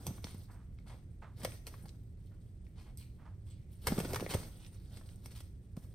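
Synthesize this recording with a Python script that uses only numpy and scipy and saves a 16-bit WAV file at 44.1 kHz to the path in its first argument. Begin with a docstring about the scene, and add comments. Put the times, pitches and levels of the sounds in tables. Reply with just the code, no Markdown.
"""Two roosters fight in dry leaves by a tree, metres from a small hand-held two-port microphone.
Over a low outdoor rumble they clash at once and again at 1.4 s: each wing beat is a slap of stiff
feathers and a hollow thump of air; feet scuff, litter crackles, trunks and ground scatter the sound.
The grip rubs softly in the lulls. A faint whistle at 3.55 s precedes the main clash at 3.9-4.5 s;
lighter scuffling and a few weaker beats follow."""
import sys
import numpy as np
from scipy import signal
from scipy.fft import rfft, irfft, next_fast_len
from scipy.io import wavfile

SR = 44100
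rng = np.random.default_rng(int(sys.argv[2]) if len(sys.argv) > 2 else 0)


def generate_wav(signal):
    """Clip the signal to [-1, 1] and save it as 16-bit WAV at the path in sys.argv[1]."""
    frames = np.transpose(np.atleast_2d(signal))
    scaled = np.clip(frames, -1, 1) * 32767
    pcm = np.round(scaled).astype(np.int16)
    wavfile.write(sys.argv[1], SR, pcm)


N = 261954
TIME_S = np.arange(N) / SR
FFT_SIZE = next_fast_len(N + SR // 3, real=True)
FREQS_HZ = np.maximum(np.arange(FFT_SIZE // 2 + 1) * SR / FFT_SIZE, 1)


def from_db(db):
    """Decibels to gain."""
    return 10 ** (np.asarray(db) / 20)


def unit_rms(x):
    """Scale to unit power."""
    return x / np.sqrt(np.mean(x ** 2) + 1e-20)


def over_hz(points):
    """Interpolate (freq_hz, value) rows along log frequency."""
    hz, value = np.transpose(points)
    return np.interp(np.log(FREQS_HZ), np.log(hz), value)


def through(x, response):
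    """Apply a frequency response."""
    return irfft(rfft(x, FFT_SIZE) * response, FFT_SIZE)[..., :N]


def colour(x, points):
    """Minimum-phase filter from (freq_hz, gain_db) rows."""
    cepstrum = irfft(np.log(from_db(over_hz(points))), FFT_SIZE)
    cepstrum[1:FFT_SIZE // 2] *= 2
    cepstrum[FFT_SIZE // 2 + 1:] = 0
    return through(x, np.exp(rfft(cepstrum)))


def band(x, low_hz, high_hz):
    """Gentle band-pass."""
    edges_hz = [low_hz, min(high_hz, SR / 2 - 1000)]
    return signal.sosfilt(signal.butter(2, edges_hz, "band", fs=SR, output="sos"), x)


def drift(knots_per_s):
    """Random wander, unit power."""
    knots = rng.standard_normal(N // 20)
    return unit_rms(np.interp(TIME_S * knots_per_s, np.arange(len(knots)), knots))


def grains(per_s, spread_db, size=N):
    """Random clicks of uneven size, unit power."""
    onsets = np.flatnonzero(rng.random(size) < per_s / SR)
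    clicks = np.zeros(size)
    strength, sign = rng.random((2, size))[:, onsets]
    clicks[onsets] = from_db(spread_db * np.minimum(-np.log(strength), 4)) * np.sign(sign - .5)
    return unit_rms(clicks) + 1e-18


def add(out, start_s, sound):
    """Mix a sound in at start_s."""
    start = max(int(start_s * SR), 0)
    out[start:start + len(sound)] += sound[:N - start]


def stroke(centre_hz, half_width_ratio, rise_s, decay_s):
    """Grainy noise band that swells and fades."""
    t = TIME_S[:SR // 2]
    clicks = grains(per_s=2000, spread_db=1.5, size=len(t))
    rub = unit_rms(band(clicks, centre_hz / half_width_ratio, centre_hz * half_width_ratio))
    envelope = (1 - np.exp(-t / rise_s)) * np.exp(-t / decay_s)
    return rub * envelope / envelope.max()


def outdoors(rumble_db=-49.5, hiss_db=-78.5):
    """Low rumble, nearly equal on both sides, and a faint wide hiss."""
    rumble_colour = [(12, -47), (20, -9.5), (49, -2.5), (102, -1), (121, -3), (136, -11.5), (176, -10.5),
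                     (213, -18), (290, -23.5), (315, -22.5), (415, -29.5), (546, -36), (1200, -61.5),
                     (1700, -115)]  # freq_hz, gain_db
    side_colour = [(60, -23), (130, -16.5), (250, -12.5), (500, -14.5)]  # left-right difference: freq_hz, gain_db
    hiss_colour = [(200, -5.5), (500, 19.5), (1000, 6), (2000, 7.5), (4000, -3), (8000, -1.5), (15000, -49)]  # freq_hz, gain_db
    mid, side = unit_rms(colour(rng.standard_normal((2, N)), rumble_colour))
    rumble = mid + colour(side, side_colour) * [[1], [-1]]
    hiss = unit_rms(colour(rng.standard_normal((2, N)), hiss_colour))
    return from_db(rumble_db) * rumble + from_db(hiss_db) * hiss


def whistle(start_s=3.55, level_db=-84):
    """Faint thin whistle just before the main clash."""
    out = np.zeros(N)
    tone = stroke(centre_hz=2120, half_width_ratio=1.15, rise_s=0.09, decay_s=0.09)
    add(out, start_s, from_db(level_db) * tone)
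    return out


def grip(centre_hz=920, half_width_ratio=1.71, pan_db=3):
    """The hand shifts on the microphone: soft rubs, leaning right."""
    rubs = [(0.476, -66, 0.11), (0.594, -73, 0.032), (1.218, -54.5, 0.04), (1.245, -66, 0.058),
            (2.307, -73, 0.043), (3.183, -67, 0.1), (3.25, -64, 0.042)]  # start_s, level_db, length_s
    out = np.zeros(N)
    for start_s, level_db, length_s in rubs:
        rub = stroke(centre_hz, half_width_ratio, rise_s=0.41 * length_s, decay_s=0.6 * length_s)
        add(out, start_s, from_db(level_db) * rub)
    return out * from_db([[-pan_db], [pan_db]])


def yard(x, near_s=0.0075, far_s=0.084, far_db=-15, shifts_per_s=6, paths=3):
    """Ground and trunks scatter sound to each side; echo paths crossfade as the birds move."""
    scatter_colour = [(100, -22), (300, -17.5), (600, -10), (1100, -6), (2000, -1.5), (4000, -4), (6200, 3),
                      (7400, -11.5), (8300, -0.5), (9800, 2.5), (11400, -43), (12700, 5), (15000, -7)]  # freq_hz, gain_db
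    t = TIME_S[:SR // 3]
    decay = np.exp(-t / near_s) + from_db(far_db) * np.exp(-t / far_s)
    echoes = rng.standard_normal((paths, 2, len(t))) * decay
    echoes /= np.sqrt(np.sum(echoes ** 2, axis=-1, keepdims=True))
    fade_rad = np.pi * (shifts_per_s * TIME_S + np.arange(paths)[:, None]) / paths
    shares = np.cos(fade_rad) ** 2
    shares /= np.sqrt(np.sum(shares ** 2, axis=0))
    sent = rfft(colour(x, scatter_colour) * shares, FFT_SIZE)
    returned = np.sum(sent[:, None] * rfft(echoes, FFT_SIZE), axis=0)
    return irfft(returned, FFT_SIZE)[:, :N]


def leaf_litter(patchy_db=1.5, clump_db=3.2, break_db=-7):
    """Each leaf size crackles in clumps in its own band; single leaves break."""
    leaf_colour = [(500, 1.5), (1200, -2), (2300, 2), (4000, 7.5), (6000, -2), (9000, 3.5), (13000, -0.5),
                   (16000, -1.5)]  # freq_hz, gain_db
    edges_hz = np.geomspace(600, 16000, 10)
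    rustle = np.zeros(N)
    for low_hz, high_hz in zip(edges_hz, edges_hz[1:]):
        pressure = from_db(patchy_db * drift(knots_per_s=8.4) + clump_db * drift(knots_per_s=110))
        rustle += pressure * band(grains(per_s=1100, spread_db=2.5), low_hz, high_hz)
    breaks = from_db(break_db) * grains(per_s=290, spread_db=4.5)
    return unit_rms(colour(unit_rms(rustle) + breaks, leaf_colour))


def bout_gain(start_s, end_s, peak_db, sag_db_per_s, flare_db_per_s=380, stop_db_per_s=260):
    """Flares up to start_s, sags until end_s, breaks off."""
    early_s, since_s, late_s = np.maximum([start_s - TIME_S, TIME_S - start_s, TIME_S - end_s], 0)
    return from_db(peak_db - flare_db_per_s * early_s - sag_db_per_s * since_s - stop_db_per_s * late_s)


def scuffle(leaf_trim_db=-2, swish_trim_db=-3, flutter_db=1.5):
    """Leaves rustle underfoot and plumage brushes, in uneven bouts."""
    bouts = [(0.01, 0.205, -61.5, -48), (0.236, 0.442, -61.5, -53), (1.404, 1.548, -58.5, -47.5),
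             (1.682, 1.952, -67, -51.5), (3.733, 3.8, -71.5, -74), (3.841, 3.87, -60, -59),
             (3.892, 4.085, -52, -36.5), (4.108, 4.252, -59.5, -37.5), (4.291, 4.476, -56.5, -42.5),
             (4.527, 4.677, -64.5, -56), (4.729, 4.9, -69.5, -60.5), (4.922, 5.215, -65, -54),
             (5.242, 5.475, -66.5, -55.5), (5.786, 5.913, -71, -60)]  # start_s, end_s, leaf_db, swish_db
    swish_colour = [(35, 8.5), (90, 13), (160, 10), (280, 3.5), (600, -3), (1000, -14.5), (1600, -14.5),
                    (3000, -23.5)]  # freq_hz, gain_db
    leaf_gain, swish_gain = from_db(-82.5), from_db(-75)  # shuffling between bouts
    for start_s, end_s, leaf_db, swish_db in bouts:
        leaf_gain = np.maximum(leaf_gain, bout_gain(start_s, end_s, leaf_db, sag_db_per_s=39.5))
        swish_gain = np.maximum(swish_gain, bout_gain(start_s, end_s, swish_db, sag_db_per_s=40))
    leaves = from_db(leaf_trim_db) * leaf_litter()
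    swish = from_db(swish_trim_db) * unit_rms(colour(rng.standard_normal(N), swish_colour))
    flutter = from_db(flutter_db * drift(knots_per_s=43))
    return flutter * (leaf_gain * leaves + swish_gain * swish)


def foot_scuffs(catch_db=1.5):
    """Feet drag through the litter, catching as they go."""
    drags = [(0.26, -58, 3480, 0.047, 2.8), (0.505, -65.5, 9100, 0.036, 1.8), (0.858, -66, 920, 0.064, 2.4),
             (0.862, -62.5, 6000, 0.062, 2.05), (0.893, -62.5, 700, 0.041, 4.1),
             (1.562, -59, 9000, 0.016, 2.6), (1.822, -58, 11000, 0.012, 1.2),
             (1.853, -62, 8000, 0.015, 2.1), (2.408, -74, 5500, 0.019, 1.8),
             (2.755, -66.5, 1700, 0.065, 4.4), (2.786, -67.5, 3600, 0.077, 4.1),
             (2.856, -68, 1090, 0.038, 2.6), (2.973, -55, 11000, 0.036, 1.9),
             (2.974, -70.5, 2470, 0.064, 1.2), (2.972, -68, 4140, 0.059, 1.07),
             (3.002, -59.5, 7600, 0.032, 4.7), (3.463, -68, 8300, 0.049, 6.2),
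             (3.495, -67.5, 7500, 0.032, 1.1), (3.498, -71.5, 3330, 0.047, 1.4),
             (4.29, -39, 4600, 0.044, 6.1), (4.315, -50.5, 1960, 0.013, 1.06),
             (4.425, -53, 3000, 0.012, 3.8), (4.6, -65.5, 3370, 0.046, 2.2),
             (4.732, -73, 12000, 0.022, 1.5), (4.954, -64, 6000, 0.023, 2.1), (5.305, -59, 4800, 0.025, 3),
             (5.346, -54.5, 5470, 0.041, 3.3)]  # start_s, level_db, centre_hz, length_s, half_width_ratio
    drag_colour = [(800, 7.5), (1600, -2.5), (2600, 0), (3500, -0.5), (4400, -0.5), (5400, -7.5),
                   (8300, -5.5), (13000, -10)]  # freq_hz, gain_db
    out = np.zeros(N)
    for start_s, level_db, centre_hz, length_s, half_width_ratio in drags:
        drag = stroke(centre_hz, half_width_ratio, rise_s=0.35 * length_s, decay_s=0.74 * length_s)
        add(out, start_s, from_db(level_db) * drag)
    return colour(out, drag_colour) * from_db(catch_db * drift(knots_per_s=320))


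def snaps(ring_db=-2, decay_cycles=3.5, half_width_ratio=1.7):
    """Pecks and snapping twigs: a hard crack that rings a few cycles."""
    contacts = [(0.18, -60, 1060), (0.243, -46.5, 3600), (0.498, -63, 960), (0.787, -66, 2180),
                (1.417, -58, 1900), (1.449, -42, 1900), (1.52, -57, 2540), (1.668, -51, 2500),
                (1.74, -54, 1130), (1.856, -57, 800), (1.884, -63, 4500), (1.892, -57.5, 3900),
                (2.667, -68.5, 1950), (2.974, -56, 8500), (3.872, -35, 995), (4.005, -61, 2040),
                (4.05, -48, 1840), (4.162, -38.5, 1190), (4.263, -45.5, 1870), (4.648, -60, 3480),
                (4.664, -59, 3380), (5.012, -62, 1080), (5.09, -62, 2900), (5.159, -68.5, 8800)]  # start_s, level_db, centre_hz
    out, t = np.zeros(N), TIME_S[:SR // 30]
    for start_s, level_db, centre_hz in contacts:
        fade = np.exp(-t * centre_hz / decay_cycles)
        burst = rng.standard_normal(len(t)) * fade
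        crack = unit_rms(band(burst, centre_hz / half_width_ratio, centre_hz * half_width_ratio))
        crack += from_db(ring_db) * unit_rms(np.sin(2 * np.pi * centre_hz * t) * fade)
        add(out, start_s, from_db(level_db) * crack / np.std(crack[:SR // 200]))  # level of first 5 ms
    return out


def wing_thumps(sag_per_cycle=0.089, eddy_db=-17, eddy_low_hz=250, eddy_high_hz=750):
    """A wing shoves air or hits a body: a few hollow cycles that slow and shed eddies."""
    shoves = [(0.069, -34, 180.5, 2.8), (0.068, -46, 485, 1.3), (0.084, -34, 98, 0.33),
              (0.104, -36.5, 230, 1.23), (0.247, -35.5, 188, 0.65), (0.345, -36, 164, 0.54),
              (1.433, -39, 215, 1.14), (1.449, -26.5, 641, 1.28), (1.474, -41, 640, 1.6),
              (1.67, -48.5, 602, 1.8), (1.835, -43.5, 203, 1.6), (3.874, -31.5, 103, 0.52),
              (3.883, -32.5, 580, 1.6), (3.919, -23.5, 243, 1.2), (3.981, -27, 234, 1.1),
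              (3.983, -28, 507, 1.2), (4.002, -33, 187, 1.7), (4.052, -33, 377, 1.1), (4.117, -38, 89, 1.4),
              (4.121, -38, 283, 0.46), (4.135, -29.5, 537, 1.45), (4.16, -35.5, 140, 1.7),
              (4.213, -35, 252, 0.93), (4.225, -30, 484, 0.82), (4.264, -30, 496, 0.65),
              (4.309, -35.5, 470, 0.87), (4.343, -29.5, 105, 1.03), (4.347, -26, 202, 0.53),
              (4.351, -26.5, 480, 0.83), (5.773, -30.5, 166, 0.51)]  # start_s, level_db, pitch_hz, swell_cycles
    out = np.zeros(N)
    for start_s, level_db, pitch_hz, swell_cycles in shoves:
        cycles = TIME_S[:SR // 6] * pitch_hz
        envelope = (cycles / swell_cycles * np.exp(1 - cycles / swell_cycles)) ** 2
        wave = np.sin(2 * np.pi * np.log1p(sag_per_cycle * cycles) / sag_per_cycle)
        eddies = unit_rms(band(rng.standard_normal(len(cycles)), eddy_low_hz, eddy_high_hz))
        eddies *= min(pitch_hz / eddy_low_hz, 1) ** 2  # slow strokes shed less
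        add(out, start_s, from_db(level_db) * envelope * (wave + from_db(eddy_db) * eddies))
    return out


def feather_strike(t, treble_db, decay_s, rise_s=0.00012, split_hz=3500, lift_db=3):
    """The wing sweeps in, quills crack down at t = 0, vanes catch and rub on."""
    before_s, after_s = np.minimum(t, 0), np.maximum(t, 0)
    sweep = from_db(-24) * np.exp(before_s / 0.0072)
    tail = from_db(-26) * np.exp(-after_s / 0.034)
    catches = grains(per_s=7000, spread_db=2.5, size=len(t))
    dull = signal.sosfilt(signal.butter(1, split_hz, fs=SR, output="sos"), catches)
    burst = unit_rms(dull + from_db(treble_db + lift_db) * (catches - dull))
    contact = (1 - np.exp(-after_s / rise_s)) * np.exp(-after_s / decay_s)
    contact /= contact.max() * np.sqrt(np.average(burst ** 2, weights=contact ** 2))
    strike = burst * (contact + np.where(t < 0, sweep, tail))
    crack = np.sqrt(0.00016 * SR)  # energy of 0.16 ms at unit power
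    strike[np.searchsorted(t, 0)] += crack * min(from_db(treble_db), 1)
    return strike


def wing_slaps(trim_db=-5, lead_s=0.05, body_hz=200, thinning_exponent=0.18):
    """Stiff feathers slap; a light touch uses only the tips and has little body."""
    beats = [(0.0675, -19, 12, 0.0006), (0.074, -37, 3, 0.005), (0.103, -54, -14, 0.0018),
             (0.243, -33, -11, .0006), (0.269, -42.5, -17, 0.0023), (0.345, -44, 6, 0.0022),
             (1.433, -35, 2, 0.0067), (1.448, -20.5, -2, 0.0014), (1.453, -33, -5, 0.0032),
             (1.6685, -27.5, 6, 0.0007), (1.674, -36, 1, 0.006), (3.870, -13, 7, 0.002),
             (3.877, -24, -1, 0.004), (3.883, -23, -2, 0.0028), (3.919, -37, -25, 0.0034),
             (3.978, -33, -7, 0.008), (3.99, -25, 12, 0.0017), (4.001, -26, -7, 0.003),
             (4.048, -35, -31, 0.0032), (4.133, -23.5, 0, 0.0016), (4.145, -24, -4, 0.0019),
             (4.159, -21.5, 0, 0.002), (4.198, -33, -14, 0.0017), (4.206, -31, -7, 0.003),
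             (4.338, -26, -6, 0.0018), (4.343, -23, -4, 0.003), (4.971, -39, 1, .003),
             (5.259, -33.5, 3, 0.0018), (5.405, -39, 0, 0.0043), (5.767, -43.5, -4.5, 0.003)]  # contact_s, level_db, treble_db, decay_s
    slap_colour = [(150, -5), (450, 13), (700, 1.5), (1100, 2), (1500, -1.5), (2100, -1.5), (3500, -3),
                   (6000, -8), (10000, -8), (14000, -9), (16000, -32)]  # freq_hz, gain_db
    out, t = np.zeros(N), TIME_S[:SR // 3] - lead_s
    hardest_db = max(beat[1] for beat in beats)
    for contact_s, level_db, treble_db, decay_s in beats:
        strike = feather_strike(t, treble_db, decay_s)
        low_cut_hz = body_hz / from_db(level_db - hardest_db) ** thinning_exponent
        slap = signal.sosfilt(signal.butter(1, low_cut_hz, "high", fs=SR, output="sos"), strike)
        add(out, contact_s - lead_s, from_db(level_db + trim_db) * slap)
    return colour(out, slap_colour)


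def scene(yard_db=0.5):
    """The fight reaches both ports directly and via the yard; the microphone body delays the right."""
    right_phase = [(20, 0), (1250, 0), (1800, 1.2), (2700, 0), (4400, -.5), (6300, -1.4), (7350, -3.2),
                   (8200, -6.3), (9700, -6), (11350, -3.1), (13300, 0), (14200, .2), (15500, 3)]  # freq_hz, phase_rad
    fight = wing_slaps() + wing_thumps() + snaps() + foot_scuffs() + scuffle() + whistle()
    direct = np.array([fight, through(fight, np.exp(1j * over_hz(right_phase)))])
    return direct + from_db(yard_db) * yard(fight) + grip() + outdoors()


def record(dry):
    """Each port has its own colour, the right a treble resonance; steep low-pass on both."""
    left_colour = [(100, -1), (300, 0), (800, 0), (1100, 1.5), (2200, 2), (2800, -1), (4800, -0.5),
                   (10000, 0), (11500, 2.5), (14000, 0), (15200, 4)]  # freq_hz, gain_db
    right_colour = [(100, 1), (300, 0), (1150, 0), (1500, -3), (2800, -1), (5000, -1), (7700, 1.5),
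                    (8150, 9), (8800, 4), (9600, 0), (11500, 2), (14000, 0), (15200, 4)]  # freq_hz, gain_db
    cutoff_hz = 15850
    ports = np.array([colour(dry[0], left_colour), colour(dry[1], right_colour)])
    return signal.sosfilt(signal.ellip(10, .2, 70, cutoff_hz, fs=SR, output="sos"), ports)


dry = scene()
out = record(dry)
generate_wav(out)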